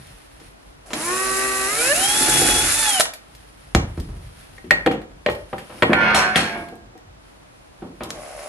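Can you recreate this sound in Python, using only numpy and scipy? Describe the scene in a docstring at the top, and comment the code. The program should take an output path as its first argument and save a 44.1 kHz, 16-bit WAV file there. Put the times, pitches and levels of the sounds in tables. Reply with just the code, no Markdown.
"""Cordless drill and boards in a workshop

A drill whines up to speed, its rotor knocking and brushes hissing, bores into a plank and brakes.
It thuds onto the bench. Boards knock together, and the plank slides onto a hollow panel, ringing
as it rubs. Then the drill starts again slowly. Low rumble, room tone and rustling sleeves lie
underneath, heard through a close pair of microphones."""
import sys
import numpy as np
from scipy import signal
from scipy.fft import rfft, irfft, next_fast_len
from scipy.io import wavfile
from scipy.ndimage import uniform_filter1d

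SR = 44100
rng = np.random.default_rng(int(sys.argv[2]) if len(sys.argv) > 2 else 0)


def master_out(mix):
    """Clip the mix to full scale and print it as 16-bit PCM to the path in sys.argv[1]."""
    frames = np.transpose(np.atleast_2d(mix))
    ceiling = np.clip(frames, -1, 1)
    pcm = np.round(ceiling * 32767).astype(np.int16)
    wavfile.write(sys.argv[1], SR, pcm)


N = 373968
T = np.arange(N) / SR
FFT_HZ = np.maximum(np.fft.rfftfreq(N, 1 / SR), 1)

# The boring run, then the slow restart. The whine sits at three times the rotor speed.
# Each run: time_s, whine_hz, motor_db, whine_over_motor_db, boring_db
DRILL_RUNS = [
    [(.86, 241.3, -51.5, -25, -57), (.928, 258, -53, -22, -46), (.94, 257.5, -42, -16, -38),
     (.985, 288, -36.5, -3, -37.5), (1.05, 340, -33, -7.5, -50), (1.085, 352.3, -34, 2, -47),
     (1.13, 370, -34, 1.5, -44), (1.2, 380, -34, 1.5, -43), (1.45, 386.6, -33.5, 2, -45),
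     (1.66, 383.5, -33, 1.5, -44.5), (1.76, 437, -31.5, -5, -40.5), (1.87, 518, -27.5, -4.5, -38.5),
     (1.92, 583.5, -29, -2.5, -42.5), (1.95, 663, -29.5, -1.5, -39), (1.99, 733, -28, -1, -34),
     (2.06, 803, -27.5, 4.5, -41.5), (2.2, 863.7, -26.5, 3.5, -30), (2.43, 845, -25, -2, -25),
     (2.58, 848.3, -26, 4.5, -30), (2.72, 878, -26.5, -7, -42), (2.82, 890.4, -28.5, 6.5, -46.5),
     (2.9, 830, -27.5, 1, -54), (3.0, 720.5, -31.5, 6.5, -78)],
    [(8.09, 189.9, -51, -30, -64), (8.12, 194, -52, -25, -74), (8.22, 205.2, -49.5, -28, -82),
     (8.35, 208.9, -49.5, -30, -78), (8.4, 217, -47.5, -16, -68), (8.48, 232.7, -48, -17, -52)],
]
# Finger on the trigger: time_s, stage (0 part way, 1 being squeezed, 2 fully in)
TRIGGER = [(1.68, 0), (1.76, 1), (1.925, 1), (1.94, 2), (3.1, 2), (3.2, 0)]
# Colour of the gear noise: freq_hz, level_db
GEAR_COLOUR = [(210, -10), (350, -15), (396, -11), (852, 0.5), (996, -4.5), (1440, 4), (2270, 1.5),
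               (2560, 2.5), (3620, -6.5), (5000, -3), (6500, -4), (11000, -120)]


def drill():
    """Whine, rotor knock and brush hiss follow the speed; gears and bit swell on level curves."""
    (stage,), _ = in_time(TRIGGER)
    (first, first_on), (restart, restart_on) = (in_time(run) for run in DRILL_RUNS)
    whine_hz, motor_db, whine_db, boring_db = np.where(T < DRILL_RUNS[1][0][0] - .1, first, restart)
    turns = np.cumsum(whine_hz / 3 * (1 + 0.0018 * drift(34.2))) / SR
    tones = motor_whine(turns, whine_hz, motor_db + whine_db, stage)
    tones += first_on * rotor_hum(turns, motor_db, stage) + switching_tone()
    knock_db = np.minimum(np.interp(stage, (0, 1, 2), (-42.5, -38.5, -48.5)), motor_db + 4)
    knock_db += 7.5 * restart_on   # a rotor that barely turns knocks harder
    knock = amp(knock_db) * rotor_knock(turns)
    hiss = brush_hiss(turns)
    hiss_db = motor_db + 6.5 + 6.5 * np.minimum(np.log2(whine_hz / 407), 0)   # fades at low speed
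    gears = amp(motor_db) * coloured(grains(6000, 0.5), GEAR_COLOUR) * amp(drift(6.3))
    running = tones + knock + amp(hiss_db) * hiss + gears + boring_bit(boring_db)
    return (first_on + restart_on) * running + brake(hiss)


# Whine harmonics 1, 2, 3, 4, 5 and 7 by trigger stage: part_way_db, squeezed_db, fully_in_db
WHINE_HARMONICS = [(8, -1, -8.5), (-18, -6, -15.5), (0.5, 4, -25.5), (-3.5, -10, -8.5), (-7, -2, -25),
                   (-16.5, -18.5, -29)]
# Response of the casing: freq_hz, gain_db
CASING_COLOUR = [(250, -8), (400, -9), (530, 13.5), (680, 8), (880, 0.5), (1150, 3), (1400, -3.5),
                 (1750, 3), (2100, 5.5), (3500, 1.5), (6000, 14)]


def motor_whine(turns, whine_hz, level_db, stage):
    """Harmonics sweep through the casing's resonances and waver more once the trigger is squeezed."""
    waver_db = 1.1 * (1 + 1.5 * np.minimum(stage, 1))
    whine = 0
    for k, stages_db in zip((1, 2, 3, 4, 5, 7), WHINE_HARMONICS):
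        db = level_db + np.interp(stage, (0, 1, 2), stages_db) + at_hz(CASING_COLOUR, k * whine_hz)
        whine += np.sqrt(2) * amp(db + waver_db * drift(16)) * np.sin(2 * np.pi * 3 * k * turns)
    return whine


# Rotor partials against the motor level: multiple, part_speed_db, full_speed_db
ROTOR_PARTIALS = [(1, -40, -17), (2, -13, -26), (4, -11, -24), (5, -11, -24), (7, -18, -26), (8, -16, -26),
                  (10, -13, -26), (14, -15, -30), (17, -15, -30), (18, -16, -30), (20, -10, -30)]


def rotor_hum(turns, motor_db, stage):
    """Faint wavering partials at multiples of the rotor speed."""
    hum = 0
    for k, part_db, full_db in ROTOR_PARTIALS:
        db = motor_db + np.interp(stage, (0, 2), (part_db, full_db)) + 2 * drift(10)
        hum += np.sqrt(2) * amp(db) * np.sin(2 * np.pi * (k * turns + rng.random()))
    return hum


def switching_tone(start_s=1.2, end_s=1.7, pitch_hz=4091, level_db=-45):
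    """The switch chops the current at part speed: a thin, steady tone."""
    _, gate = in_time([(start_s, 0), (end_s, 0)])
    return gate * amp(level_db) * np.sin(2 * np.pi * pitch_hz * T)


# Resonances of the housing: pitch_hz, width_hz, level_db
HOUSING_MODES = [(603, 90, 0), (780, 170, -2), (1150, 170, -7), (1500, 250, -13), (2100, 250, -11),
                 (2500, 150, -22)]


def rotor_knock(turns):
    """One knock a turn rings the housing, with loose gear teeth tapping in between."""
    beats = np.diff(np.floor(turns), prepend=0) * amp(1.6 * rng.standard_normal(N))
    taps = beats + amp(-11) * grains(per_s=700, spread_db=1)
    housing = sum((-1) ** k * amp(db) * ring(taps, hz, 2.2 / width_hz)
                  for k, (hz, width_hz, db) in enumerate(HOUSING_MODES))
    return rms_one(filtered(housing, 2, 430, "high"))   # a small housing radiates no bass


# Colour of the brush hiss: freq_hz, level_db
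BRUSH_COLOUR = [(2120, -17), (3600, -16), (3710, -6), (4410, -10.5), (4790, -11.5), (5840, -6.5),
                (6800, -5.5), (7590, 0), (8430, -8.5), (9310, 3.5), (9640, 3), (11200, -0.5),
                (12000, -10.5), (13700, -12.5), (14500, -31.5)]


def brush_hiss(turns):
    """A fine crackle that throbs as the brushes pass the commutator bars."""
    throb = 1 + 0.081 * np.cos(2 * np.pi * 3 * turns)
    return coloured(throb * grains(9000, 0.18), BRUSH_COLOUR) * amp(drift(23))


# Growl of the wood under the bit: freq_hz, level_db
BORING_COLOUR = [(18, -43), (30, -45), (53, -17), (102, -26), (146, 14.5), (207, -10), (237, 10.5),
                 (290, 14), (600, -1.5), (780, 6.5), (1320, -120)]


def boring_bit(level_db, grab_s=2.278, turn_s=.0695, grab_db=7):
    """The edge grabs once a turn and eases off, shaking the wood and, a little later, the floor."""
    grab = grab_db * (.5 - (T - grab_s) / turn_s % 1)
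    wood = coloured(rng.standard_normal(N), BORING_COLOUR) * amp(level_db + 0.92 * drift(15) + grab)
    floor_db = np.roll(level_db, int(0.12 * SR)) - 2.5
    floor = coloured(rng.standard_normal(N), RUMBLE_COLOUR) * amp(floor_db + 1.4 * drift(20))
    return wood + floor


# Jolts of the casing: start_s, level_db, pitch_hz, t60_s
CASING_JOLTS = [(2.998, -10, 640, .045), (3.006, -14, 1340, .03), (8.104, -33, 5900, .02)]


def brake(hiss):
    """The brushes spit as the brake shorts the motor; a dead stop or catching gears ring the casing."""
    spit = dying([(2.998, -17)], db_per_s=356) * hiss
    return spit + sum(ring(impulses([(s, db)]), hz, t60) for s, db, hz, t60 in CASING_JOLTS)


# Three cue lists of blows; the crack is set against the blow's loudest band.
# Columns: start_s, level_db, bass_db, treble_db_per_octave, crack_db, t60_s
# Trigger, brake, chuck and other small hard ticks
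CLICKS = [ (.4, -34.5, 18, -1.5, -7, 0.14), (.415, -50, 27, -3, 13, .078), (.905, -19.5, 11, -5, -19, 0.49),
          (.933, -17, 15, 1, 2.5, 0.12), (1.929, -29, 12, -17, 10, 0.077),
          (2.999, -3, -34, -1.5, -1.5, 0.052), (3.007, -14, -29, 3.5, 6.5, 0.11),
          (3.055, -16, -19, -2, 3, 0.095), (3.136, -44.5, -6, 7.5, -1, 0.15), (3.35, -47, 7, 4, 0, 0.17),
          (4.0, -51.5, 41, 7.5, 5, 0.1), (4.581, -26.5, 5, -4.5, -5, 0.045),
          (6.754, -79.5, 22, 12.5, -24, .08), (6.978, -55.5, 13.5, 5.5, 1, 0.064),
          (8.035, -52, 0, 9, 10, 0.15), (8.105, -40, -5, 5.5, 15, 0.096)]
# The drill lands on the bench and rocks; a board end meets the floor
THUDS = [(0.069, -76, 4, 14, 11, 0.17), (3.749, -10.5, 0.44, 3, 10, 0.13), (3.976, -30.5, 8.9, -1, 2, 0.19),
         (4.09, -40.5, 1.9, -3, 8, 0.74), (5.313, -49.5, 8.8, 7.5, -27, 0.49)]
# Boards knock together
BOARD_KNOCKS = [ (4.643, -51.5, 35, 5, 0, 0.41), (4.708, -8.5, 5.5, 5, -2.5, 0.093),
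                (4.862, -17, 21.5, 5, -3, 0.092), (4.873, -4.5, 11, -5, -9, 0.025),
                (4.913, -29.5, 18.5, 5, 0, 0.35), (5.017, -48.5, 25, 7.5, 1, 0.086),
                (5.117, -50, -12, 1.5, 4, 0.057), (5.262, -10, 4, 1.5, -9, 0.075),
                (5.286, -10, 5, -2.5, -39, 0.069), (5.298, -36.5, 1, 8.5, -17, 0.18),
                (5.350, -52.5, -5, 11.5, -2, 0.095), (5.529, -13, 2.5, -7.5, -30, 0.11),
                (5.582, -40, 9, 8.5, 4, 0.28), (5.697, -31, 8, -4, -18, 0.72),
                (5.823, -3.5, 7, 0.5, -9, 0.1), (5.831, -15, 18, 4.5, -6, 0.035),
                (5.895, -14, 19, -39, -1, 0.14), (5.919, -8.5, 3, -20, 0, 0.052),
                (5.932, -7.5, -29, 2.5, -5.5, 0.078), (6.146, -10.5, -13, -3, 4, 0.29),
                (6.358, -12.5, 11, 4.5, 0, 0.25), (6.551, -25, 10.5, -6, -4, 0.57),
                (6.686, -55, -6, 11, -6, 0.091), (6.723, -40.5, 5, -19, -30, 0.077),
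                (6.955, -67, 4, -6, 3.5, 0.07), (7.821, -29, 17, -8.5, -4, 0.32),
                (8.007, -22.5, 8, -3.5, -4, 0.49)]
# The six bands of a blow: band_hz
BANDS_HZ = [70, 220, 660, 1750, 4300, 9200]
# Colour of each kind of blow, band by band: gain_db
CLICK_COLOUR = [-51.5, -29, -10.5, -3.5, -1.5, -15]
THUD_COLOUR = [-10, -7, -3.5, -7, -9.5, -26]
BOARD_COLOUR = [-37, -17, -3, 0, -17, -33.5]


def blows():
    """Voice each blow by tilting the colour of its kind. Small ticks ring the wood less."""
    octaves = np.log2(np.array(BANDS_HZ) / 660)
    bass_share = (octaves < 0) * np.where(octaves < -2, 0.16, 1)   # little reaches the lowest band
    kinds = (CLICKS, CLICK_COLOUR, -5.5), (THUDS, THUD_COLOUR, 0), (BOARD_KNOCKS, BOARD_COLOUR, 0)
    voiced = []
    for cues, colour_db, ring_db in kinds:
        for s, db, bass_db, treble_db, crack_db, t60 in cues:
            band_db = db + np.array(colour_db) + bass_db * bass_share + treble_db * np.maximum(octaves, 0)
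            voiced.append((s, band_db.max() + crack_db, band_db, max(t60, .03), ring_db))
    return voiced


# Attack of the noise burst against the blow, band by band: gain_db
BURST_DB = [7, -6.5, -8, -11.5, -9, 0.5]


def knocks():
    """Each blow is a crack of first contact, a burst that dies sooner in the treble, and ringing wood."""
    track, t = np.zeros(N + SR), T[:SR // 2]
    white = rng.standard_normal(N + SR)
    edges_hz = [(hz / 1.42, min(hz * 1.794, 15000)) for hz in BANDS_HZ]
    noises = [rms_one(filtered(white, 3, edges, "band")) for edges in edges_hz]
    clicks = np.array([filtered(1. * (t == 0), 3, edges, "band") for edges in edges_hz])
    clicks /= np.max(np.abs(clicks), axis=1, keepdims=True)
    for s, crack_db, band_db, t60, ring_db in blows():
        span = slice(round(s * SR), round(s * SR) + len(t))
        crack = amp(band_db) @ clicks
        track[span] += amp(crack_db) * crack / np.max(np.abs(crack))
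        for hz, db, noise in zip(BANDS_HZ, band_db + BURST_DB, noises):
            rise = np.minimum(t * hz, 1)   # a band needs a cycle to build up
            fall_db = 60 * t / t60 * (hz / 660) ** 0.41
            track[span] += rise * noise[span] * amp(db - fall_db)
        track[span] += wood_ring(t, s, band_db + ring_db, t60)
    return track[:N]


# Modes of the bench and of a board: pitch_hz, level_db, longest_t60_s
BENCH_MODES = [(61.7, 0.5, 0.695), (79, 19, .5), (109.5, 12.5, 0.87), (156, -22, 0.14), (251.3, -2.5, 0.45)]
BOARD_MODES = [(281.5, -6, 0.15), (336, -2, 0.075), (437, 4.5, 0.037), (516.5, 4, 0.045), (590, 2.5, 0.081),
               (774, 0.5, 0.044), (838, -20.5, 0.14), (1212, -5, 0.016), (1360, -35.5, 0.067),
               (1800, -11.5, 0.04), (1884, -5, 0.075), (2126, -4, 0.038), (2335, 1.5, 0.025),
               (3255, 4, 0.0075), (4180, 4.5, 0.0082)]
# Where a blow lands favours the modes near one pitch: start_s, pitch_hz, gain_db
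STRIKE_SPOTS = [(3.136, 2335, 11.5), (4.581, 1990, 20), (4.708, 1900, 6.5), (5.262, 580, 5.5),
                (5.286, 595, 6.5), (5.831, 1250, -1), (5.933, 2310, 6.5), (6.357, 3120, 7),
                (6.978, 1860, 18), (8.007, 596, 4.5)]


def wood_ring(t, start_s, band_db, blow_t60):
    """Bench and board modes take on the colour of the blow; a short blow cuts their ring short."""
    colour, wood = list(zip(BANDS_HZ, band_db)), 0
    for hz, mode_db, longest_t60 in BENCH_MODES + BOARD_MODES:
        spot_db = sum(db * np.exp(-(np.log2(hz / near_hz) / .2) ** 2)
                      for s, near_hz, db in STRIKE_SPOTS if abs(s - start_s) < .004)
        level_db = at_hz(colour, hz) + mode_db + spot_db - 5 + 1.53 * rng.standard_normal()
        t60 = max(min(longest_t60, 1.32 * blow_t60), .01)
        rise = np.minimum(t * hz, 1)
        wood += rise * amp(level_db - 60 * t / t60) * np.sin(2 * np.pi * hz * t)
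    return wood


# The sliding gesture: time_s, body_db, push_db
SLIDE_MOVE = [(5.66, -64, -59), (5.81, -66, -73), (5.83, -66, -62), (5.9, -49, -31), (5.935, -46, -26),
              (5.96, -52, -23.5), (6.0, -29, -22.5), (6.07, -25, -21), (6.135, -27, -26.5),
              (6.154, -23, -22.5), (6.23, -28.5, -26.5), (6.326, -40, -34), (6.364, -21, -55),
              (6.5, -34, -31), (6.726, -61, -87), (6.8, -78, -79)]
# Modes of the plank: pitch_hz
PLANK_HZ = [221, 388, 592, 689, 743, 814, 877, 931, 1007, 1114, 1150, 1233, 1410, 1519, 1626, 1707, 1761,
            1954, 2008, 2195, 2250, 2422, 2509, 2745, 2966, 3305, 4226, 4280, 5216, 5588, 6347]
# The ring of each of those modes: level_db, t60_s
PLANK_RING = [(-16, 0.44), (-19, 0.71), (-8, 0.35), (-11, 0.6), (-5, 0.25), (-8, .3), (-12, 0.55),
              (-6, 0.3), (-11, 0.25), (-8, 0.25), (-11, 0.45), (-10, 0.25), (-2, 0.35), (-1, .3),
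              (-6, 0.65), (-4, 0.3), (-9, 0.45), (-10, 0.28), (-12, 0.35), (-7, 0.5), (-9, 0.35), (-13, .3),
              (-10, 0.26), (-13, 0.2), (-11, .3), (-13, .3), (-11, .3), (-10, .3), (-12, .27), (-12, .16),
              (-14, .22)]
# Lying on the panel, the plank is rubbed elsewhere and feeds other modes: freq_hz, gain_db
LANDED_COLOUR = [(600, 0), (689, 5), (743, -6), (877, 2), (1007, -8), (1150, 2), (1233, -6), (1410, -8),
                 (1519, -10), (1626, 7), (1707, -6), (2008, -4), (2195, 3), (2250, 2), (2500, -3)]
# Colours of the plank's body and of its surface hiss: freq_hz, level_db
BODY_COLOUR = [(71, -50), (120, -69), (219, 8), (254, -22), (386, -24), (472, -42), (577, 11), (627, -20),
               (729, -2), (1290, 2), (1740, 7), (6500, -22.5), (8450, -65), (14300, -120)]
SURFACE_COLOUR = [(1470, -34), (2500, -2.5), (3480, -12), (4390, -8.5), (4820, -16), (6340, -11),
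                  (9690, -10), (11900, -17), (14000, -61)]


def plank_slide(lands_s=6.33, push_cut_hz=2600):
    """Dense rubbing shakes the plank's body, feeds its long-ringing modes and hisses at the surface."""
    (body_db, push_db), gate = in_time(SLIDE_MOVE)
    rub = rms_one(grains(6000, 0.14))
    strikes = impulses([(s, db - 6.5) for s, db, *_ in BOARD_KNOCKS])   # knocks ring the sliding plank
    strikes = filtered(strikes + 1e-18, 4, push_cut_hz, "low")
    scuffs = dying([(6.146, -20.5), (6.358, -24)], db_per_s=189)   # the surfaces bite twice
    # Slow rubbing misses the high modes; the scuffs reach them all.
    push = filtered(amp(push_db) * rub, 4, push_cut_hz, "low") + amp(-2) * scuffs * rub
    modes = 0
    for hz, (db, t60) in zip(PLANK_HZ, PLANK_RING):
        landed = amp((T > lands_s) * at_hz(LANDED_COLOUR, hz))
        drive = gate * landed * (push + rng.choice([-1, 1]) * strikes)
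        modes += amp(db) * ring(drive, hz, t60) * np.sqrt(20 / (t60 * SR))
    body = amp(body_db) * coloured(rub, BODY_COLOUR)
    surface = (amp(push_db - 55) + scuffs) * coloured(rub, SURFACE_COLOUR)
    return modes + gate * (body + surface)


# Hollow body of the upright panel: pitch_hz, level_db, t60_s
PANEL_MODES = [(318, 0, .06), (478, -1, .05), (742, -5, .15)]
# The bit's hardest grabs, then bumps of plank and hands: start_s, level_db
PANEL_BUMPS = [(2.283, -23), (2.418, -17), (2.556, -24), (4.863, -14), (4.869, -10), (4.914, -17),
               (5.826, -14), (6.362, -21), (6.43, -26), (6.726, -33), (6.955, -39)]


def panel():
    """Each bump sets the panel's low modes ringing."""
    bumps = impulses(PANEL_BUMPS)
    return sum(amp(db) * ring(bumps, hz, t60) for hz, db, t60 in PANEL_MODES)


# Level rides of the background: time_s, rumble_db, rustle_db
AMBIENCE_LEVELS = [(0.0, -33.5, -52.5), (0.21, -48.5, -55.5), (0.75, -46.5, -59.5), (3.1, -52, -60.5),
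                   (3.7, -46, -58), (4.5, -45, -54), (4.75, -34.5, -63), (5.08, -46, -70),
                   (5.8, -49.5, -48), (6.1, -77, -55), (6.45, -63, -50), (6.66, -42, -56.5),
                   (6.92, -46, -81.5), (7.3, -49.5, -63), (7.9, -48.5, -65), (8.48, -54, -50.5)]
# Colours of floor rumble, room tone and sleeves: freq_hz, level_db
RUMBLE_COLOUR = [(12, -35), (20, -7.5), (49, 9.5), (62, -10), (70, -4.5), (156, -10), (200, -16.5),
                 (260, -61), (440, -120)]
ROOM_TONE_COLOUR = [(71, -45), (120, -10), (302, -1), (334, -4.5), (489, -5.5), (647, -4), (1210, -9),
                    (1310, -9.5), (1800, -12.5), (2640, -16), (14500, -31)]
SLEEVE_COLOUR = [(700, -14), (1300, 8), (2030, 9), (2580, 8), (4470, 3), (5600, 1), (7500, -4), (10100, 8),
                 (12000, 0.5), (14500, -13)]


def ambience(tone_db=-54.5, side_boost_db=4):
    """A floor that rumbles and booms after each thud, wide room tone and patchy sleeve rustle."""
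    (rumble_db, rustle_db), _ = in_time(AMBIENCE_LEVELS)
    boom = dying([(s, db + bass_db - 8) for s, db, bass_db, *_ in THUDS], db_per_s=81)
    swell = (amp(rumble_db) + boom) * amp(3 * drift(8))
    rumble = swell * coloured(rng.standard_normal(N), RUMBLE_COLOUR)
    mid, side = (amp(tone_db) * coloured(rng.standard_normal(N), ROOM_TONE_COLOUR) for _ in range(2))
    sleeves = amp(rustle_db + 1.8 * drift(8)) * coloured(grains(8000, 0.73), SLEEVE_COLOUR)
    return rumble + mid, amp(side_boost_db) * side, sleeves


# EQ of the reverb: freq_hz, gain_db
REVERB_COLOUR = [(60, 5), (500, 3.5), (3000, -5.5), (6000, 1), (12000, 10.5)]


def workshop_reverb(send):
    """The room's short tail, dying fastest in the top treble."""
    return equalised(echoes(send, [(60, 0.41), (300, 0.38), (2000, 0.44), (10000, 0.13)]), REVERB_COLOUR)


# EQ of the reflections in the side channel: freq_hz, gain_db
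SIDE_COLOUR = [(60, -60), (99, -41), (160, -30), (270, -21), (440, -13), (720, -11), (1180, -8), (1940, -4),
               (3190, -0.5), (5250, 0), (8620, -8), (11500, -10), (14200, -7)]
# The boards are handled left of centre: time_s, side_share
LEFT_LEAN = [(4.3, 0), (4.6, 0.12), (5.1, 0.016), (5.9, 0.022), (6.1, 0)]


def stereo_side(near):
    """The two microphones differ by early and late reflections and by a lean to the left."""
    early = .42 * echoes(near, [(60, .05), (10000, .01)])
    late = .85 * echoes(near, [(60, 0.4), (10000, 0.2)])
    return equalised(early + late, SIDE_COLOUR) + np.interp(T, *np.transpose(LEFT_LEAN)) * near


def echoes(x, t60s):
    """x through reflections that die octave by octave; t60s holds (freq_hz, t60_s)."""
    size, t = next_fast_len(N + SR), T[:SR]
    tail = 0
    for hz in 45 * 2. ** np.arange(9):
        octave = filtered(rng.standard_normal(SR), 2, [hz / np.sqrt(2), hz * np.sqrt(2)], "band")
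        tail += octave * amp(-60 * t / at_hz(t60s, hz))
    tail /= np.sqrt(np.sum(tail ** 2))
    return irfft(rfft(x, size) * rfft(tail, size), size)[:N]


def amp(db):
    """dB to gain."""
    return 10 ** (np.asarray(db) / 20)


def rms_one(x):
    """x scaled to rms 1."""
    return x / np.sqrt(np.mean(x ** 2) + 1e-20)


def in_time(rows):
    """A table's columns as curves, and a soft gate open from its first time to its last."""
    s, *columns = np.transpose(rows)
    gate = uniform_filter1d(1. * ((T >= s[0]) & (T <= s[-1])), size=200)
    return [np.interp(T, s, c) for c in columns], gate


def at_hz(points, hz):
    """A curve read on a log frequency axis."""
    freqs, values = np.transpose(points)
    return np.interp(np.log(hz), np.log(freqs), values)


def filtered(x, order, hz, kind):
    """x through a low-, high- or band-pass."""
    return signal.sosfilt(signal.butter(order, hz, kind, fs=SR, output="sos"), x)


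def equalised(x, curve):
    """x through an EQ curve of (freq_hz, gain_db)."""
    return irfft(rfft(x) * amp(at_hz(curve, FFT_HZ)), N)


def coloured(x, curve):
    """x shaped by a curve that runs to -70 dB an octave beyond its ends; rms 1."""
    return rms_one(equalised(x, [(curve[0][0] / 2, -70), *curve, (curve[-1][0] * 2, -70)]))


def drift(rate_hz):
    """A smooth random wander, rms 1."""
    r = np.exp(-2 * np.pi * rate_hz / SR)
    return rms_one(signal.lfilter([1], [1, -2 * r, r * r], rng.standard_normal(N + SR))[SR:])


def grains(per_s, spread_db):
    """Random small clicks of uneven size."""
    sizes = amp(spread_db * np.minimum(rng.exponential(1, N), 5)) * rng.standard_normal(N)
    return sizes * (rng.random(N) < per_s / SR)


def impulses(events):
    """One click for each (start_s, level_db)."""
    track = np.zeros(N)
    for s, db in events:
        track[round(s * SR)] = amp(db)
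    return track


def ring(x, hz, t60):
    """One mode: a unit click starts a decaying sine of height 1."""
    r, w = amp(-60 / (t60 * SR)), 2 * np.pi * hz / SR
    return signal.lfilter([0, np.sin(w)], [1, -2 * r * np.cos(w), r * r], x + 1e-18)


def dying(events, db_per_s):
    """A gain that jumps at each (start_s, level_db) and falls steadily."""
    return sum((T >= s) * amp(db - db_per_s * np.abs(T - s)) for s, db in events)


def scene():
    """Drill, wood and sleeves with their reverb over the ambience, mixed from mid and side."""
    room_mid, room_side, sleeves = ambience()
    tool = drill()
    handling = knocks() + panel() + plank_slide() + sleeves
    send = amp(-3) * tool + handling   # the drill is nearest, so it is driest
    near = tool + handling + amp(-11.5) * workshop_reverb(send)
    mid, side = room_mid + near, room_side + stereo_side(near)
    return np.array([mid + side, mid - side])


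def record(dry):
    """The microphones lose the lowest bass and the top; peaks clip at full scale."""
    heard = np.clip(filtered(dry, 3, [50.8, 10970], "band"), -1, 1)
    return signal.sosfilt(signal.cheby2(12, 70, 16000, fs=SR, output="sos"), heard)


dry = scene()
out = record(dry)
master_out(out)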